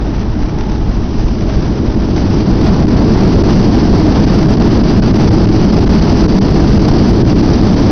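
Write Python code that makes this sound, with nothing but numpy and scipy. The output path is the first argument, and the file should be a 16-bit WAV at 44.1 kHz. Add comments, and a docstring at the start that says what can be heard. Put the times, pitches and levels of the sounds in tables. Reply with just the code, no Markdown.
"""Inside an airliner rolling out on a wet runway, at a window over the wing.
At first the wheels rumble and thump through the airframe, the trim rattles and cabin panels resonate.
From about one to three seconds reverse thrust builds to a roar, with a rush of exhaust and a hiss
of air and spray. From then on the small camera overloads: the peaks of the roar are clipped flat,
and the treble cuts out for instants."""
import sys
import numpy as np
from scipy.fft import rfft, irfft, next_fast_len
from scipy.io import wavfile
from scipy.ndimage import uniform_filter1d, map_coordinates

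SR = 44100
rng = np.random.default_rng(int(sys.argv[2]) if len(sys.argv) > 2 else 0)


def unload_wav(signal):
    """Save mono or channel-first audio to the path in sys.argv[1] as 16-bit WAV at rate SR, clipped to [-1, 1]."""
    wavfile.write(
        sys.argv[1],
        SR,
        np.round(np.clip(np.atleast_2d(signal).T, -1, 1) * 32767).astype(np.int16),
    )


N = 348831


# The engines spool up, then hold. Each row: time in seconds, reverse thrust from 0 to 1.
THRUST = [(0, 0.04), (1.2, 0.11), (1.45, 0.33), (2, 0.42), (2.6, 0.89), (3.1, 1), (7.9, 1.0)]
def reverse_thrust():
    """Thrust governs jet noise: the share of full reverse thrust at each sample."""
    return curves(THRUST)[0]


# Each row: frequency in Hz, relative spectral density in dB.
ROAR_SPECTRUM = [(35, -30.5), (70, -5.5), (105, -1.5), (145, -3), (205, 0.68), (268, -4.5), (325, -2),
                 (378, -10), (412, -8.5), (500, -19), (800, -39), (2500, -91)]
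def engine_roar(thrust, idle_db=-18.5, rise_db=10.5):
    """Transmission loss: the cabin wall passes mainly the lows of the jet noise."""
    return amp(idle_db + rise_db * thrust) * even(noise(ROAR_SPECTRUM), seconds=0.15)


# Each row: centre time in seconds, rise over the steady rush in dB.
SURGES = [(2.67, 1.5), (3.25, 1.5), (4.16, 2), (5.2, 3), (5.92, 2), (7.9, 3.5)]
def exhaust_surges(length_s=0.086):
    """Amplitude modulation: the gain in dB as the exhaust flares up briefly."""
    return sum(db * swell(s, length_s) for s, db in SURGES)


# Each row: frequency in Hz, relative spectral density in dB.
RUSH_SPECTRUM = [(250, -24), (510, -6), (605, 1), (680, -0.5), (870, -2), (1200, -8), (1700, -13),
                 (2500, -19.5), (4000, -23), (6300, -40.5)]
def exhaust_rush(thrust, flutter_db, idle_db=-31, rise_db=7.5):
    """Turbulent mixing: the exhaust makes a midrange rush that tears unevenly."""
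    growth = np.abs(thrust) ** 1.5  # the power law brings it in after the roar
    return amp(idle_db + rise_db * growth + flutter_db) * noise(RUSH_SPECTRUM)


# Each row: frequency in Hz, relative spectral density in dB.
HISS_SPECTRUM = [(700, -24.5), (1800, -7), (2900, -1.5), (3700, -5), (4300, -3), (4900, 1), (5600, -1),
                 (6300, -5)]
# Each row: time in seconds, base level of the hiss in dB.
HISS_LEVELS = [(0, -39), (1, -36.5), (1.25, -33), (1.95, -35), (2.2, -31), (2.95, -31.5), (3.3, -28.5),
               (4.5, -29.5), (6, -28.2), (7.9, -28)]
def air_and_spray(thrust, flutter_db):
    """Flow noise: air and spray hiss along the fuselage; reverse flow adds a broad whistle."""
    base_db, = curves(HISS_LEVELS)
    whistle = amp(-7) * thrust * resonance(hz=4655, width_hz=1100)
    return amp(base_db + flutter_db) * (noise(HISS_SPECTRUM) + whistle)


# Each row: frequency in Hz, relative spectral density in dB.
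RUMBLE_SPECTRUM = [(4, -15), (15, -1.5), (34, -4), (53, 3.5), (74, -6), (105, -6.5), (170, -19),
                   (400, -52.5), (900, -100)]
def wheel_rumble(thrust, idle_db=-15.5, rise_db=2.17, uneven_db=0.96):
    """Structure-borne sound: tyres drum on the uneven runway and shake the airframe."""
    level_db = idle_db + rise_db * thrust + uneven_db * wobble(7)
    return amp(level_db) * even(noise(RUMBLE_SPECTRUM), seconds=0.15)


# Each row: mode frequency in Hz, relative level in dB, time to decay by 60 dB in seconds.
AIRFRAME_MODES = [(37, -2.5, 0.25), (53.3, -0.5, 0.13), (97.5, -15, 0.096), (173, -11.5, 0.079)]
# The wheels hit runway joints. Each row: start in seconds, gain of the blow in dB.
JOINT_HITS = [(.428, -8), (0.886, -6), (1.186, -4.5), (1.246, -6), (1.559, -4), (1.976, -12), (2.521, -6),
              (3.921, -5), (5.692, -9)]
def wheel_thumps():
    """Impulse response: each runway joint rings the airframe's damped low modes."""
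    t = np.arange(SR // 2) / SR
    ring = sum(amp(db - 60 * t / t60) * np.sin(2 * np.pi * hz * t) for hz, db, t60 in AIRFRAME_MODES)
    thumps = np.zeros(N + SR)
    for start, db in JOINT_HITS:
        thumps[round(start * SR):][:len(t)] += amp(db) * ring
    return thumps[:N]


# Each row: frequency in Hz, relative spectral density in dB.
TRIM_SPECTRUM = [(200, -19), (700, 0.5), (1800, -4), (3000, -12), (6300, -11)]
# Each row: start in seconds, level in dB, time to decay by 60 dB in seconds.
RATTLES = [(.074, -28, 0.29), (.14, -27, 0.3), (.194, -29, 0.23), (.419, -30, 0.29), (.485, -30, 0.26),
           (.585, -28.5, 0.49), (.691, -29, 0.5), (1.384, -28, 0.31), (1.491, -25, 0.18), (1.538, -24, 0.1),
           (2.163, -24.5, .2), (2.664, -23, .15), (3.49, -21, .15)]
def trim_rattle(chatter_db=4):
    """Damped vibration: panels and bins chatter after a jolt and die away exponentially."""
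    t = np.arange(SR // 2) / SR
    envelope = np.zeros(N + SR)
    for start, db, t60 in RATTLES:
        envelope[round(start * SR):][:len(t)] += amp(db - 60 * t / t60)
    chatter = unit(noise(TRIM_SPECTRUM) * amp(chatter_db * wobble(300)))
    return envelope[:N] * chatter


# Each row: centre time in seconds, length in seconds, frequency in Hz, level in dB.
PANEL_HUMS = [(0.16, 0.23, 876, -37), (0.644, .45, 860, -33.5), (1.5, 0.2, 630, -28.5),
              (1.95, .4, 606, -33)]
def panel_hum(width_hz=70):
    """Forced resonance: shaken cabin panels hum at their natural frequencies."""
    return sum(amp(db) * swell(s, length) * resonance(hz, width_hz) for s, length, hz, db in PANEL_HUMS)


def amp(db):
    """The decibel scale: 20 dB is a tenfold amplitude."""
    return 10 ** (np.asarray(db) / 20)


def unit(x):
    """Normalisation: x at rms 1."""
    return x / np.sqrt(np.mean(x ** 2) + 1e-20)


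def even(x, seconds):
    """Gain control: dividing by the running rms evens out slow swells."""
    return x / np.sqrt(np.abs(uniform_filter1d(x ** 2, int(seconds * SR))) + 1e-9)


def curves(rows):
    """Linear interpolation: one value per sample for each column after the time."""
    times, *columns = np.transpose(rows)
    return [np.interp(np.arange(N) / SR, times, column) for column in columns]


def wobble(rate):
    """Random modulation: a smooth curve through rate knots a second."""
    knots = rng.standard_normal(int(N * rate / SR) + 4)
    return map_coordinates(knots, [np.arange(N) * rate / SR])


def swell(s, length, order=2):
    """Windowing: a bump from 0 to 1 and back, centred on s; a higher order flattens its top."""
    bump = np.zeros(N)
    near = np.arange(max(0, int((s - 2 * length) * SR)), min(N, int((s + 2 * length) * SR)))
    bump[near] = np.exp(-np.abs(2 * (near / SR - s) / length) ** order)
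    return bump


def filtered(x, response):
    """Linear filtering: the spectrum of x times a frequency response."""
    size = next_fast_len(N + SR // 2)
    return irfft(rfft(x, size) * response(np.fft.rfftfreq(size, 1 / SR)), size)[:N]


def low_pass(x, hz, order):
    """Band limiting: above hz the response falls by 6 dB an octave per order."""
    return filtered(x, lambda f: 1 / np.sqrt(1 + (f / hz) ** (2 * order)))


def noise(spectrum):
    """Spectral shaping: white noise coloured by the given spectrum, at rms 1."""
    hz, db = np.transpose(spectrum)
    white = rng.standard_normal(N)
    return unit(filtered(white, lambda f: amp(np.interp(np.log(f + 1), np.log(hz), db))))


def resonance(hz, width_hz):
    """Resonance: noise through two like resonators in series, at rms 1."""
    white = rng.standard_normal(N)
    return unit(filtered(white, lambda f: (f * width_hz / (hz ** 2 - f ** 2 + 1j * f * width_hz)) ** 2))


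def scene():
    """Superposition: engines, wheels and cabin fittings add at the seat."""
    thrust = reverse_thrust()
    wheels = wheel_rumble(thrust) + wheel_thumps()
    roar = engine_roar(thrust)
    # rush and hiss share the same surges and tearing, so they flutter together
    surge_db = exhaust_surges()
    tearing_db = -0.03 * wobble(10) + 0.62 * wobble(28) + 1.2 * wobble(130)
    rush = exhaust_rush(thrust, surge_db + tearing_db)
    hiss = air_and_spray(thrust, 0.5 * surge_db + (1.23 + 0.24 * thrust) * tearing_db)
    return (roar + rush + hiss + wheels + trim_rattle() + panel_hum())[None]


# Each row: centre time in seconds, length in seconds, treble gain at the bottom of the dip in dB.
TREBLE_DIPS = [(2.863, 0.01, -17), (2.876, .008, -12), (3.431, 0.01, -19), (4.564, 0.011, -13),
               (4.592, .01, -16), (4.826, 0.016, -10), (5.011, 0.02, -17), (5.127, 0.022, -9),
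               (5.3, .012, -16), (5.465, 0.01, -16), (5.855, 0.012, -14), (5.886, 0.011, -16),
               (6.273, .012, -24.5), (6.4, 0.018, -24), (6.788, 0.0096, -15), (7.237, 0.024, -11),
               (7.345, 0.024, -7.5)]
def cut_outs(x, split_hz=430, bass_share=0.094, flickers_per_s=3, flicker_db=-8, mean_flicker_s=0.0079):
    """Two-band attenuation: all but the bass drops away for milliseconds while the engines roar."""
    thrust = reverse_thrust()
    dip_db = sum(db * swell(s, length, order=4) for s, length, db in TREBLE_DIPS)
    for place, size in rng.random((int(flickers_per_s * N / SR), 2)):
        if thrust[int(place * N)] > 0.93:  # near full thrust, shallow dips also come by chance
            flicker = swell(place * N / SR, mean_flicker_s * (0.5 + size), order=4)
            dip_db = np.minimum(dip_db, flicker_db * flicker)
    bass = low_pass(x, split_hz, order=4)
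    return bass * amp(bass_share * dip_db) + (x - bass) * amp(dip_db)


def record(dry, band_hz=6260, top_hz=15800, ceiling=0.705, knee=60):
    """Clipping distortion: the narrow-band camera overloads and flattens the peaks of the roar."""
    narrow = low_pass(dry[0], band_hz, order=40)
    clipped = np.clip(cut_outs(narrow), -ceiling, ceiling)
    overshooting = amp(0.23) * low_pass(clipped, band_hz, order=90)
    # the output stage shaves the filter's overshoots, which splatter faintly above the band
    shaved = overshooting / (1 + np.abs(overshooting / ceiling) ** knee) ** (1 / knee)
    return low_pass(shaved, top_hz, order=60)[None]


dry = scene()
out = record(dry)
unload_wav(out)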